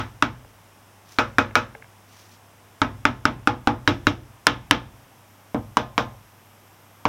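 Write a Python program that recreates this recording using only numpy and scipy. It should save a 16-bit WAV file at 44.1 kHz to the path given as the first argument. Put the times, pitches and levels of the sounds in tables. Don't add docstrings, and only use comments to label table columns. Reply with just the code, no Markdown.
import sys
import numpy as np
from scipy import signal
from scipy.fft import rfft, irfft
from scipy.io import wavfile
from scipy.ndimage import uniform_filter1d

SR = 44100
rng = np.random.default_rng(int(sys.argv[2]) if len(sys.argv) > 2 else 0)


def to_wav(sig):
    pcm = np.clip(np.atleast_2d(sig), -1, 1) * 32767
    pcm = np.round(pcm).astype(np.int16)
    wavfile.write(sys.argv[1], SR, pcm.T)


N = 312228

# f/Hz, relative density/dB
AIR_SPECTRUM = [(25, -25), (60, -13.5), (125, -9.5), (280, -10.5), (420, -14.5), (900, -10.5), (1600, -17),
                (3300, -22), (4300, -29.5), (5400, -23.5), (7000, -27.5), (9500, -27.5), (15500, -32)]
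# multiple of HUM_HZ, rms level/dB
HUM_PARTIALS = [(1, -58.5), (2, -84)]
# t/s, rms level/dB
HISS_LEVEL = [(0, -74), (4.7, -73), (5.2, -68), (7.08, -66.5)]
# t/s, spot, strength/dB, treble/dB, ping level/dB
BLOWS = [(-0.024, "rim", -4, 2, -9), (0.224, "rim", 1, -1, -3.5), (1.1866, "rear", -1.5, 5, -5.5),
         (1.3842, "rear", 1.1, 2, -0.8), (1.5545, "rear", -1.4, 7.5, -0.7), (2.8171, "rim", 3.8, -8, -4),
         (3.053, "rim", 3.5, -3.5, -0.8), (3.2537, "rim", 4.1, -6, -0.1),
         (3.4733, "bottom", 1.5, -2.8, -0.6), (3.6729, "bottom", 4, -7.5, -7),
         (3.876, "front", 6, -1.3, -9), (4.069, "front", 3.5, -1.2, -5), (4.4683, "middle", 5, -0.4, -4.5),
         (4.7101, "middle", 5.5, -1.6, -6), (5.5455, "top", -5, -19.5, -1), (5.77, "top", -4, 5, 0.5),
         (5.979, "top", -4.5, 5.5, -2.5), (7.0536, "top", -2, -3, -1.7)]
# spot, ping f/Hz, ping swell/s, crack level/dB, band f/Hz, band gain/dB
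COVER_SPOTS = [("rim", 1370, 0.00073, -0.8, 1980, 2.7), ("rear", 1420, 0.00044, -5.5, 1370, 5.7),
               ("bottom", 1363, 0.00076, -3, 960, 4.3), ("front", 1370, 0.00069, -5.5, 1140, -5.5),
               ("middle", 1400, 0.00065, 3.9, 3200, 5), ("top", 1084, 0.0009, -4.1, 700, 9.1)]
# f/Hz, gain/dB
CRACK_SPECTRUM = [(60, 0), (400, 1.5), (1000, 11.5), (2500, 12), (3600, 9), (4400, 2), (5500, 6),
                  (8000, -11), (15000, -24)]
# f/Hz, t60/s, then relative level/dB for each of COVER_SPOTS in order
ENGINE_MODES = [(213, 0.345, -49, -29, -38, -63, -50, -27), (241, 0.23, -24.5, -21, -20.5, -46, -36.5, -20),
                (274.3, 0.076, -12.5, -10.5, -16, -29, -30.5, -14),
                (290.6, 0.15, -20.5, -52, -18.5, -15.5, -19.5, -18.5),
                (344.3, 0.25, -36, -26, -28, -26.5, -33, -35.5),
                (461.6, 0.14, -36, -18.5, -27, -25, -28.5, -21.5),
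                (491, 0.22, -37, -22, -24, -35, -29, -27.5), (554, 0.31, -62, -29, -49, -52, -42, -38),
                (616, 0.15, -26, -17, -34, -23.5, -32, -27.5),
                (735, 0.067, -47, -15, -55.5, -50.0, -46, -56), (810, 0.13, -69, -39, -15, -53, -23.5, -34),
                (848.5, 0.15, -25.5, -19.5, -17.5, -23, -28.5, -36),
                (898, 0.044, -12, -52, -14.5, -11.5, -22.5, -48),
                (880, 0.28, -33, -44, -36, -54, -32.5, -37), (1049, 0.32, -36, -46, -44, -52, -37, -32.5),
                (1124, 0.11, -27.5, -60, -45, -18.5, -31, -29.5),
                (1230, 0.27, -47, -52, -35, -55, -36.5, -32.5),
                (1279, 0.16, -25, -27, -41, -22.5, -26, -64), (1304, 0.17, -29, -26.5, -43, -56, -47, -43),
                (1382, 0.11, -26, -25, -26, -48, -31.5, -47), (1440, 0.14, -53, -24, -44, -50, -44, -50),
                (1555, 0.17, -57, -34, -48, -44, -58, -29), (1718, 0.24, -37, -38, -51, -34, -34.5, -34),
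                (2113, 0.052, -31, -47, -28, -17, -62, -33), (2240, 0.008, -52, 3, -23, -18, -48, 5),
                (2290, 0.11, -36, -26, -40, -29, -42.5, -34), (2520, 0.12, -37, -20.5, -27, -40, -46, -52),
                (2800, 0.1, -45, -42, -44, -24, -34, -55), (3113, 0.16, -56, -56, -48, -45.1, -30.5, -55),
                (3830, 0.054, -50.0, -50.0, -57, -18, -37, -61)]
# f/Hz, t60/s, level/dB
BENCH_MODES = [(44.2, 0.77, -40), (61.7, 0.55, -32), (103.3, 0.48, -30), (124.1, 0.56, -28.5)]
# f/Hz, relative level/dB
DENSE_SPECTRUM = [(30, -69), (100, -0.5), (170, -14), (280, -2), (450, -19.5), (900, -7.5), (1400, -10),
                  (2000, -13), (3600, -16), (4400, -30), (5500, -27.5), (7000, -39), (9000, -50),
                  (15000, -48.5)]
# f/Hz, t60/s
DENSE_DECAY = [(50, 0.41), (125, 0.45), (250, 0.19), (500, 0.29), (1000, 0.17), (2500, 0.16), (6000, 0.16),
               (10000, 0.11)]
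# f/Hz, gain/dB
FACE_RESPONSE = [(100, -1.53), (280, -0.12), (750, -2), (1400, 1.5), (1700, -0.5), (1880, -3), (2100, -1),
                 (3000, -3.5), (5500, 2.5)]
# t/s, peak level/dB
TICKS = [(.447, -43), (1.509, -33), (1.75, -28.5), (1.823, -32), (1.843, -41)]
# f/Hz, t60/s, relative level/dB
LOOSE_MODES = [(450, 0.31, -25.5), (560, 0.029, -9), (820, 0.018, -3.5), (1650, 0.0088, 4),
               (2120, 0.0082, 3), (2580, 0.012, -10)]
# t/s, length/s, level/dB
BRUSHES = [(1.047, .16, -52.5), (2.06, 0.25, -53.5), (2.273, 0.11, -56.5)]
# f/Hz, gain/dB
CLOTH_SPECTRUM = [(100, -13), (900, 0), (2500, 2.5), (4300, 2.5), (5800, 6), (8000, -6), (15000, -8)]

HUM_HZ = 100
RING = np.arange(SR * 3 // 4) / SR
BAND_OCTAVES = 1.13
PING_OCTAVES_PER_DB = 0.0448
TILT_FROM_HZ, TILT_TO_HZ = 280, 5500
THUMP_HZ, THUMP_SHARE = 101.4, 0.59


def amp(db):
    return 10 ** (np.asarray(db) / 20)


def evened(x):
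    return x / np.sqrt(np.mean(x ** 2) + 1e-20)


def read(points, hz):
    f, value = np.transpose(points)
    return np.interp(np.log(hz + 1), np.log(f + 1), value)


def add(mix, s, sound):
    start = round(s * SR)
    sound = sound[max(-start, 0):]
    part = mix[max(start, 0):][:len(sound)]
    part += sound[:len(part)]


def tinted(x, points):
    gain = amp(read(points, np.fft.rfftfreq(len(x), 1 / SR)))
    return irfft(rfft(x) * gain, len(x))


def coloured(x, points, size=4096):
    log_gain = np.log(amp(read(points, abs(np.fft.fftfreq(size, 1 / SR)))))
    spectrum = np.exp(np.conj(signal.hilbert(log_gain)))
    taps = np.fft.ifft(spectrum).real[:size // 2]
    return signal.fftconvolve(x, taps)[:len(x)]


def modes(rows, rise_s):
    tones = np.zeros(len(RING))
    for hz, t60, db in rows:
        decay = np.exp(-np.log(1000) * RING / t60)
        tones += amp(db) * decay * np.sin(2 * np.pi * hz * RING)
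    return tones * (1 - np.exp(-RING / rise_s))


def workshop(air_db=-53.5, hiss_hz=12700, hiss_width_hz=750):
    t, hz = np.arange(N) / SR, np.fft.rfftfreq(N, 1 / SR)
    air = amp(air_db) * evened(tinted(rng.standard_normal(N), AIR_SPECTRUM))
    hum = np.zeros(N)
    for multiple, db in HUM_PARTIALS:
        angle = 2 * np.pi * (multiple * HUM_HZ * t + rng.random())
        hum += amp(db) * evened(np.sin(angle))
    hiss_band = np.exp(-((hz - hiss_hz) / hiss_width_hz) ** 2 / 2)
    hiss = evened(irfft(rfft(rng.standard_normal(N)) * hiss_band, N))
    hiss_gain = amp(np.interp(t, *np.transpose(HISS_LEVEL)))
    return air + hum + hiss * hiss_gain


def ping(hz, swell_s, overtone=1.874, overtone_db=-17, linger_db=-24, linger_s=0.0032):
    u = RING / swell_s
    linger = amp(linger_db) * (1 - np.exp(-u)) * np.exp(-RING / linger_s)
    swing = u * np.exp(1 - u) + linger
    angle = 2 * np.pi * hz * RING
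    return swing * (np.sin(angle) + amp(overtone_db) * np.sin(overtone * angle))


def crack(length_s=.0006, snap=1.86, level_db=-12):
    u = RING / length_s
    chatter = rng.standard_normal(len(RING)) * u * np.exp(1 - u)
    contact = chatter + snap * signal.unit_impulse(len(RING), round(length_s * SR))
    return amp(level_db) * coloured(contact, CRACK_SPECTRUM)


def engine_and_bench(spot_index, casting_db=3.0):
    reached = [(hz, t60, spot_db[spot_index]) for hz, t60, *spot_db in ENGINE_MODES]
    casting = amp(casting_db) * modes(reached, rise_s=0.0047)
    return casting + modes(BENCH_MODES, rise_s=0.0079)


def dense_ring(spot_noise, likeness=0.56, rise_s=0.0011, level_db=2.5, late_db=-23, late_stretch=2.9):
    fresh_noise = rng.standard_normal(len(RING))
    noise = likeness * spot_noise + np.sqrt(1 - likeness ** 2) * fresh_noise
    hz, t, z = signal.stft(tinted(noise, DENSE_SPECTRUM), SR, nperseg=512)
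    fade = np.log(1000) * t / read(DENSE_DECAY, hz)[:, None]
    late = amp(late_db) * np.exp(-fade / late_stretch)
    ring = signal.istft(z * (np.exp(-fade) + late), SR)[1][:len(RING)]
    return amp(level_db) * ring * (1 - np.exp(-RING / rise_s))


def blow(spot, tones, spot_noise, strength_db, treble_db, ping_db):
    _, ping_hz, swell_s, crack_db, band_hz, band_db = spot
    push = [(THUMP_HZ, THUMP_SHARE * strength_db),
            (TILT_FROM_HZ, strength_db),
            (TILT_TO_HZ, strength_db + treble_db)]
    band = [(band_hz * 2 ** (side * BAND_OCTAVES), band_db * (1 - abs(side))) for side in (-1, 0, 1)]
    pitch = ping_hz * 2 ** (PING_OCTAVES_PER_DB * read(push, ping_hz))
    through_face = coloured(tones + dense_ring(spot_noise), FACE_RESPONSE)
    ring = coloured(through_face, band)
    contact = amp(ping_db) * ping(pitch, swell_s) + amp(crack_db) * crack()
    return coloured(contact + ring, push)


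def mallet():
    spots = {}
    for k, spot in enumerate(COVER_SPOTS):
        spots[spot[0]] = (spot, engine_and_bench(k), rng.standard_normal(len(RING)))
    out = np.zeros(N)
    for s, name, strength_db, treble_db, ping_db in BLOWS:
        add(out, s, blow(*spots[name], strength_db, treble_db, ping_db))
    return out


def loose_part(chatter_s=0.00026):
    ring = modes(LOOSE_MODES, rise_s=0.0022)
    out = np.zeros(N)
    for s, db in TICKS:
        chatter = rng.standard_normal(len(RING)) * np.exp(-RING / chatter_s)
        tick = signal.fftconvolve(ring, chatter)
        add(out, s, amp(db) * tick / abs(tick).max())
    return out


def glove(grain_db=2.5, grain_samples=300):
    grain = evened(uniform_filter1d(rng.standard_normal(N), grain_samples))
    rub = evened(tinted(rng.standard_normal(N), CLOTH_SPECTRUM) * amp(grain_db * grain))
    stroke = np.zeros(N)
    for s, length_s, db in BRUSHES:
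        add(stroke, s, amp(db) * np.sqrt(np.hanning(round(length_s * SR))))
    return rub * stroke


def scene():
    return (workshop() + mallet() + loose_part() + glove())[None]


def record(dry, threshold_db=-20, squeeze=0.43, recover_db_per_s=24, react_s=0.0044, edge_hz=16100):
    clipped = np.clip(dry[0], -1, 1)
    keep = np.exp(-1 / (react_s * SR))
    smoother = [1 - keep], [1, -keep]
    power_db = 10 * np.log10(signal.lfilter(*smoother, clipped ** 2) + 1e-12)
    wanted_db = squeeze * np.maximum(power_db - threshold_db, 0)
    recovery = recover_db_per_s * np.arange(N) / SR
    duck_db = np.maximum.accumulate(wanted_db + recovery) - recovery
    ducked = clipped / amp(signal.lfilter(*smoother, duck_db))
    lowpass = signal.firwin(255, edge_hz, window=("kaiser", 8), fs=SR)
    return signal.oaconvolve(ducked, lowpass, "same")[None]


dry = scene()
out = record(dry)
to_wav(out)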